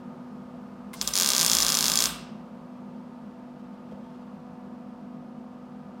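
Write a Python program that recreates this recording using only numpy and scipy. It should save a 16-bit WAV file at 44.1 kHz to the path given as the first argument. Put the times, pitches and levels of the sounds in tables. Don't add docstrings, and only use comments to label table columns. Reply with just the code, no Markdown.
import sys
import numpy as np
from scipy import signal
from scipy.fft import rfft, irfft, next_fast_len
from scipy.io import wavfile
from scipy.ndimage import uniform_filter1d

SR = 44100
rng = np.random.default_rng(int(sys.argv[2]) if len(sys.argv) > 2 else 0)


def voltage_ratio(level):
    return 10 ** (np.asarray(level, float) / 20)


def to_wav(s):
    ch = np.atleast_2d(s).T
    pcm = np.round(np.clip(ch, -1, 1) * 32767)
    wavfile.write(sys.argv[1], SR, pcm.astype(np.int16))


N = 264585
SIZE = next_fast_len(N + SR)
HZ = np.fft.rfftfreq(SIZE, 1 / SR)
TIME = np.arange(N) / SR

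# [multiple of shaft rate, level/dB, waver/dB]
FAN_TONES = [(4, -58.0, 3.0), (6, -64.0, 3.0), (11, -64.0, 2.2), (16, -70.0, 2.2), (20, -67.0, 2.2),
             (25, -65.0, 2.2), (35, -80.0, 2.2), (40, -83.0, 2.2)]
# [f/Hz, density/dB]
FAN_AIR = [(15, -65), (25, -20.5), (108, -15.5), (245, -4), (304, -20), (433, -16.5), (496, -17),
           (600, -14), (669, -15.5), (1250, -20), (1880, -32.5), (15200, -57), (16500, -83.5)]
# [f/Hz, width/Hz, level/dB]
CASE = [(163.6, 24, -55), (208.4, 35.3, -47), (361, 59, -60), (674.8, 81, -60), (902, 49, -62.5),
        (1163, 440, -64), (2600, 1500, -73.5), (4600, 1600, -80.5)]
SHAFT_HZ, FAN_AIR_DB = 49.41, -49.5
BLADE_DB, SECOND_DB, THIRD_DB = -46.5, -56.5, -64.5
HEAD_UP_S, UNSHADED_DB = 4.25, 9
SAG_SHARE, SAG_LAG_S = .045, .14

# [t/s, level/dB, T60/s]
TRIGGER = [
    (.932, -45, .03),
    (.937, -39, .07),
]
# [t/s, level/dB, ring f/Hz, ring level/dB, T60/s]
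KNOCKS = [
    (.933, -37, 2100, -7, .06),
    (.937, -36, 1050, -5, .06),
    (3.0, -74, 900, 20, .14),
    (3.595, -57, 2500, -10, .04),
    (3.912, -55, 3300, -7, .03),
    (3.921, -55, 540, 20, .05),
    (3.93, -70, 85, 22, .15),
    (3.978, -62, 560, 21, .05),
    (4.03, -66, 700, 18, .05),
]
# [t/s, level/dB]
RUSTLE = [
    (3.5, -90),
    (3.9, -74),
    (4.05, -71),
    (4.12, -71),
    (4.15, -65),
    (4.19, -72),
    (4.5, -90),
]
# [t/s, level/dB]
GAS = [
    (.93, -85),
    (.955, -58),
    (.97, -53),
    (1.0, -51),
    (1.15, -52),
    (2.06, -52),
    (2.12, -62),
    (2.3, -85),
]
# [peak t/s, level/dB, rise/s, fall/s]
SURGES = [
    (1.09, -50, .06, .035),
    (1.27, -56, .03, .025),
]
LOAD_HZ = 58.4

# [first t/s, last t/s, relights, strength level/dB]
RUNS = [(1.0139, 1.1379, 3, 2), (1.1552, 1.1868, 4, 2), (1.1999, 1.2327, 4, 2), (1.2464, 1.3037, 5, 2.5),
        (1.3193, 1.3811, 5, 3.5), (1.3941, 1.4482, 4, 3), (1.4636, 1.6037, 9, 4), (1.6304, 1.7018, 5, 2.5),
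        (1.7218, 1.7433, 2, 2.5), (1.7517, 1.827, 5, 3.5), (1.8425, 1.8571, 2, 3.5),
        (1.8654, 1.8997, 3, 2.5), (1.9184, 1.9569, 3, 3.5), (1.9749, 2.0051, 3, 4.5), (2.0233, 2.057, 3, 4)]
# [t/s, strength level/dB]
STRAYS = [
    (1.4002, 1),
    (1.4182, 4),
    (1.6116, -1),
    (1.6234, 5),
    (1.6912, 2),
    (1.7293, -4),
]
# [t/s, sputter share 0-1]
SPUTTERS = [
    (1.076, .15),
    (1.138, .6),
    (1.165, .2),
    (1.481, .9),
    (1.623, .8),
    (1.702, .2),
    (1.752, .5),
    (1.938, .9),
    (1.975, .5),
    (2.005, .1),
]
PACE_SCATTER_MS, SIZE_SCATTER_DB, TREBLE_SCATTER_DB = .4, .9, 2.8
SPUTTER_LOSS_DB, SPUTTER_DULL_DB = -3.5, -5
SHOCK, SHOCK_HZ, SHOCK_WIDTH_HZ, SHOCK_TOP_HZ = 1.23, 6000, 7200, 12400
CUP, CUP_HZ, CUP_WIDTH_HZ, CUP_LOW_HZ = -12.36, 6680, 1100, 1843
# [delay/ms, share of pressure]
CLOSE = [(.135, -.785), (.21, .217), (.351, -.251), (.445, .111)]

# [delay/ms, level/dB, top f/Hz]
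ECHOES = [(1.82, -14, 7000), (3.92, -18, 14000), (5.08, -17, 14000), (7.4, -22, 14000), (8.8, -23, 14000),
          (10.7, -21, 14000), (12.0, -20, 14000)]
# [f/Hz, level/dB, T60/s]
GARAGE = [(39.7, -46.5, .5), (150, -34.5, 0.31), (494, -38, 0.58), (1240, -33, 0.54), (1860, -45.5, 0.86),
          (3400, -32.5, 0.52), (4950, -38, 0.54), (6840, -37.5, .4), (9860, -38, 0.28),
          (15660, -39.5, 0.24)]
# [delay/ms, boost/dB, spread/ms]
RETURNS = [(5.0, 4, 1.5), (8.5, -5, 1.2), (13.0, 4.5, 3.0), (24.0, -3, 3.5), (35.0, 2, 5.0)]
# [f/Hz, width/Hz, boost/dB]
PANEL = [(160, 25, 9), (450, 60, 6), (580, 80, 5), (1170, 200, 6), (1550, 120, 5), (2740, 150, 4.5),
         (3300, 500, 3), (5090, 300, 6), (8400, 1200, 7), (11500, 1200, 4)]
# [f/Hz, level/dB, T60/s]
BOOM = [(57.3, -57, .6), (164.8, -57, 0.48), (265, -58, 0.81)]
BOOM_BUILD_S = .05
WIDE_DB, WIDE_HZ, WIDE_RARITY = -7.0, 5000, 1.15


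def shape(x, gain):
    return irfft(rfft(x, SIZE) * gain, SIZE)[:N]


def peak(f, hz, width_hz):
    return 1j * f * width_hz / (hz ** 2 - f ** 2 + 1j * f * width_hz)


def unit(x):
    return x / np.sqrt(np.mean(x ** 2))


def curve(rows, column=1):
    return np.interp(TIME, [r[0] for r in rows], [r[column] for r in rows])


def walk(rate):
    k = int(SR / rate)
    held = np.repeat(rng.standard_normal(N // k + 1), k)
    return 1.2 * uniform_filter1d(uniform_filter1d(held, k), k)[:N]


def add(track, s, sound):
    i = int(s * SR)
    track[i:i + len(sound)] += sound[:N - i]


def fan():
    loaded = (TIME > TRIGGER[0][0]) & (TIME < RUNS[-1][1] + .03)
    lag = 1 / (SAG_LAG_S * SR)
    sag = SAG_SHARE * signal.lfilter([lag], [1, lag - 1], 1. * loaded)
    turn = 2 * np.pi * np.cumsum(SHAFT_HZ * (1 - sag + 0.00093 * walk(1.5))) / SR
    tones = np.zeros(N)
    for k, db, waver in FAN_TONES:
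        tones += voltage_ratio(db + waver * walk(2.5)) * np.sin(k * turn + rng.uniform(0, 6.9))
    head_db = UNSHADED_DB / (1 + np.exp(-(TIME - HEAD_UP_S) / .06))
    tones += voltage_ratio(BLADE_DB + 0.73 + 0.9 * walk(6)) * np.sin(5 * turn)
    tones += voltage_ratio(SECOND_DB + 1.2 * walk(2) - 1.5) * np.sin(10 * turn + 2)
    tones += voltage_ratio(THIRD_DB + head_db + 1.5 * walk(2) - 2.5) * np.sin(15 * turn + 1)
    table = np.array(FAN_AIR)
    colour = voltage_ratio(np.interp(np.log(HZ + 1), np.log(table[:, 0]), table[:, 1]))
    air = voltage_ratio(FAN_AIR_DB + 1.2 * walk(1.6)) * unit(shape(rng.standard_normal(N), colour))
    for hz, width_hz, db in CASE:
        air += voltage_ratio(db) * unit(shape(rng.standard_normal(N), peak(HZ, hz, width_hz) ** 2))
    return np.sqrt(2) * tones + air


def trigger():
    out, t = np.zeros(N), np.arange(SR // 4) / SR
    for s, db, t60 in TRIGGER:
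        add(out, s, rng.standard_normal(len(t)) * voltage_ratio(db - 60 * t / t60))
    return shape(out, .5 + peak(HZ, 9500, 3500))


def handling(tick_hz=1400):
    ticks, rings, t = np.zeros(N), np.zeros(N), np.arange(SR // 4) / SR
    for s, db, hz, ring_db, t60 in KNOCKS:
        wobble = np.cumsum(rng.standard_normal(len(t))) * hz / 40000
        add(ticks, s, rng.standard_normal(len(t)) * voltage_ratio(db - 60 * t / .08))
        add(rings, s, voltage_ratio(db + ring_db - 60 * t / t60) * np.sin(2 * np.pi * hz * t + wobble))
    ticks = shape(ticks, peak(HZ, tick_hz, 3 * tick_hz) ** 2)
    cloth = unit(shape(rng.standard_normal(N), peak(HZ, 2100, 3000) ** 2))
    return ticks + rings + cloth * voltage_ratio(curve(RUSTLE) + 2.8 * walk(60))


def gas():
    jet = unit(shape(rng.standard_normal(N), peak(HZ, 5200, 3500) ** 2))
    return jet * voltage_ratio(curve(GAS) + 0.83 * walk(40))


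def transformer():
    swell = np.zeros(N)
    for s, db, rise, fall in SURGES:
        spread = np.where(TIME < s, rise, fall)
        swell += voltage_ratio(db) * np.exp(-((TIME - s) / spread) ** 2 / 2)
    return np.sqrt(2) * swell * np.sin(2 * np.pi * LOAD_HZ * TIME)


def relights():
    regular = [(s, db) for first, last, n, db in RUNS for s in np.linspace(first, last, n)]
    s, db = np.array(sorted(regular + list(STRAYS))).T
    chance, sputter = rng.standard_normal((3, len(s))), np.zeros(len(s))
    for when, share in SPUTTERS:
        sputter[np.argmin(np.abs(s - when))] = share
    inner = ~np.isin(s, [r[k] for r in RUNS for k in (0, 1)] + [r[0] for r in STRAYS])
    when = s + inner * chance[0] * PACE_SCATTER_MS / 1000
    strength_db = db + SIZE_SCATTER_DB * chance[1] + SPUTTER_LOSS_DB * sputter
    treble_db = TREBLE_SCATTER_DB * chance[2] + SPUTTER_DULL_DB * sputter
    return np.array([when, strength_db, treble_db, sputter]).T


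def arc(sputter_ms=1.5, treble_hz=8000, puff_db=-14.0, puff_hz=500):
    size, lead = 1024, 400
    f, t = np.fft.rfftfreq(size, 1 / SR), (np.arange(size) - lead) / SR
    shock = SHOCK * peak(f, SHOCK_HZ, SHOCK_WIDTH_HZ)
    cup = CUP * peak(f, CUP_HZ, CUP_WIDTH_HZ) * peak(f, CUP_LOW_HZ, 1.5 * CUP_LOW_HZ)
    puff = voltage_ratio(puff_db) / (1 + 1j * f / puff_hz)
    shade = np.exp(-(f / SHOCK_TOP_HZ) ** 2)
    shade = shade * (1 - .9 * peak(f, 12800, 1200)) * (1 + 1.2 * peak(f, 14600, 2500))
    snap, crackle, bare = np.zeros((3, N))
    for s, db, treble_db, sputter in relights():
        s = s + rng.uniform(-.00005, .00005)
        drift, grit = 1 + .03 * rng.standard_normal(), rng.standard_normal((2, size))
        bounce = 1 + sum(share * np.exp(-2j * np.pi * f * ms * drift / 1000) for ms, share in CLOSE)
        tilt = voltage_ratio(db + 1.1 + treble_db / (1 + (treble_hz / (f + 1)) ** 8))
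        colour = tilt * ((shock + cup * bounce) * shade + puff)
        place = np.exp(-2j * np.pi * f * (lead - 4.6 + (s * SR) % 1) / SR)
        grit = grit * np.exp(-np.abs(t) * 1000 / sputter_ms)
        grit = grit / np.sqrt(np.sum(grit ** 2, axis=1, keepdims=True))
        grit = irfft(rfft(grit) * colour)
        share = min(1.5 * sputter + .03, .95)
        clean = np.sqrt(1 - share) * irfft(colour * place)
        add(snap, s - lead / SR, clean + np.sqrt(share) * grit[0])
        add(crackle, s - lead / SR, np.sqrt(share) * grit[1])
        bare[int(s * SR)] = voltage_ratio(db)
    return snap, crackle, bare


def echoes():
    gain = 0
    for ms, db, hz in ECHOES:
        gain = gain + voltage_ratio(db) * np.exp(-2j * np.pi * HZ * ms / 1000) / (1 + (HZ / hz) ** 4)
    return gain


def garage(start_ms=1.6, build_ms=1.8):
    t = np.arange(SR) / SR
    f = np.fft.rfftfreq(SR, 1 / SR)
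    noise, tail, table = rfft(rng.standard_normal(SR)), 0, np.array(GARAGE)
    for hz in 40 * 2 ** np.arange(0, 9, .5):
        db, t60 = (np.interp(np.log(hz), np.log(table[:, 0]), table[:, k]) for k in (1, 2))
        band = np.cos(np.pi * np.clip(np.log2((f + 1) / hz), -.5, .5)) ** 2
        tail = tail + irfft(noise * band) * voltage_ratio(db - 60 * t / max(t60, .05))
    bunch_db = sum(db * np.exp(-((t * 1000 - ms) / spread) ** 2 / 2) for ms, db, spread in RETURNS)
    tail = tail * voltage_ratio(bunch_db) * np.clip((t * 1000 - start_ms) / build_ms, 0, 1)
    thin = 1 / np.sqrt(1 + (140 / (HZ + 1)) ** 6)
    panel = 1 + sum((voltage_ratio(db) - 1) * peak(HZ, hz, width_hz) for hz, width_hz, db in PANEL)
    return rfft(tail, SIZE) * thin * panel


def boom():
    t = np.arange(SR) / SR
    modes = sum(voltage_ratio(db - 60 * t / t60) * np.sin(2 * np.pi * hz * t) for hz, db, t60 in BOOM)
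    return rfft((1 - np.exp(-(t / BOOM_BUILD_S) ** 2)) * modes, SIZE)


def patches(wide, crackle):
    edges = np.geomspace(WIDE_HZ, 16000, 11)
    busy = uniform_filter1d(crackle ** 2, size=1200)
    urge = 3 * np.sqrt(np.abs(busy) / busy.max()) + .6 * walk(60)
    lean, out = .6 * walk(50), 0
    burning = (TIME > RUNS[0][0] + .052) & (TIME < RUNS[-1][1] + .015)
    for k, (lo, hi) in enumerate(zip(edges, edges[1:])):
        on = burning & (urge + lean * (k / 4.5 - 1) + .6 * walk(50) > WIDE_RARITY)
        out = out + uniform_filter1d(1. * on, size=300) * shape(wide, (HZ >= lo) & (HZ < hi))
    return out


def scene():
    small = trigger() + handling() + gas()
    snap, crackle, bare = arc()
    room = garage()
    mid = fan() + transformer() + small + voltage_ratio(-3.0) * shape(small, room)
    mid = mid + snap + shape(snap, echoes()) + shape(bare, room + boom())
    wide = voltage_ratio(5.5) * crackle + shape(bare, garage())
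    side = voltage_ratio(WIDE_DB) * patches(wide, crackle)
    return np.array([mid + side, mid - side])


def top_cut(x):
    return signal.sosfilt(signal.butter(12, 17090, fs=SR, output="sos"), x)


def record(dry):
    mid = dry.mean(axis=0)
    x = dry - mid + np.tanh(mid)
    x = signal.sosfilt(signal.butter(2, 45, "high", fs=SR, output="sos"), x)
    x = signal.sosfiltfilt(signal.ellip(8, .1, 50, 15950, fs=SR, output="sos"), x)
    return top_cut(x)


dry = scene()
out = record(dry)
to_wav(out)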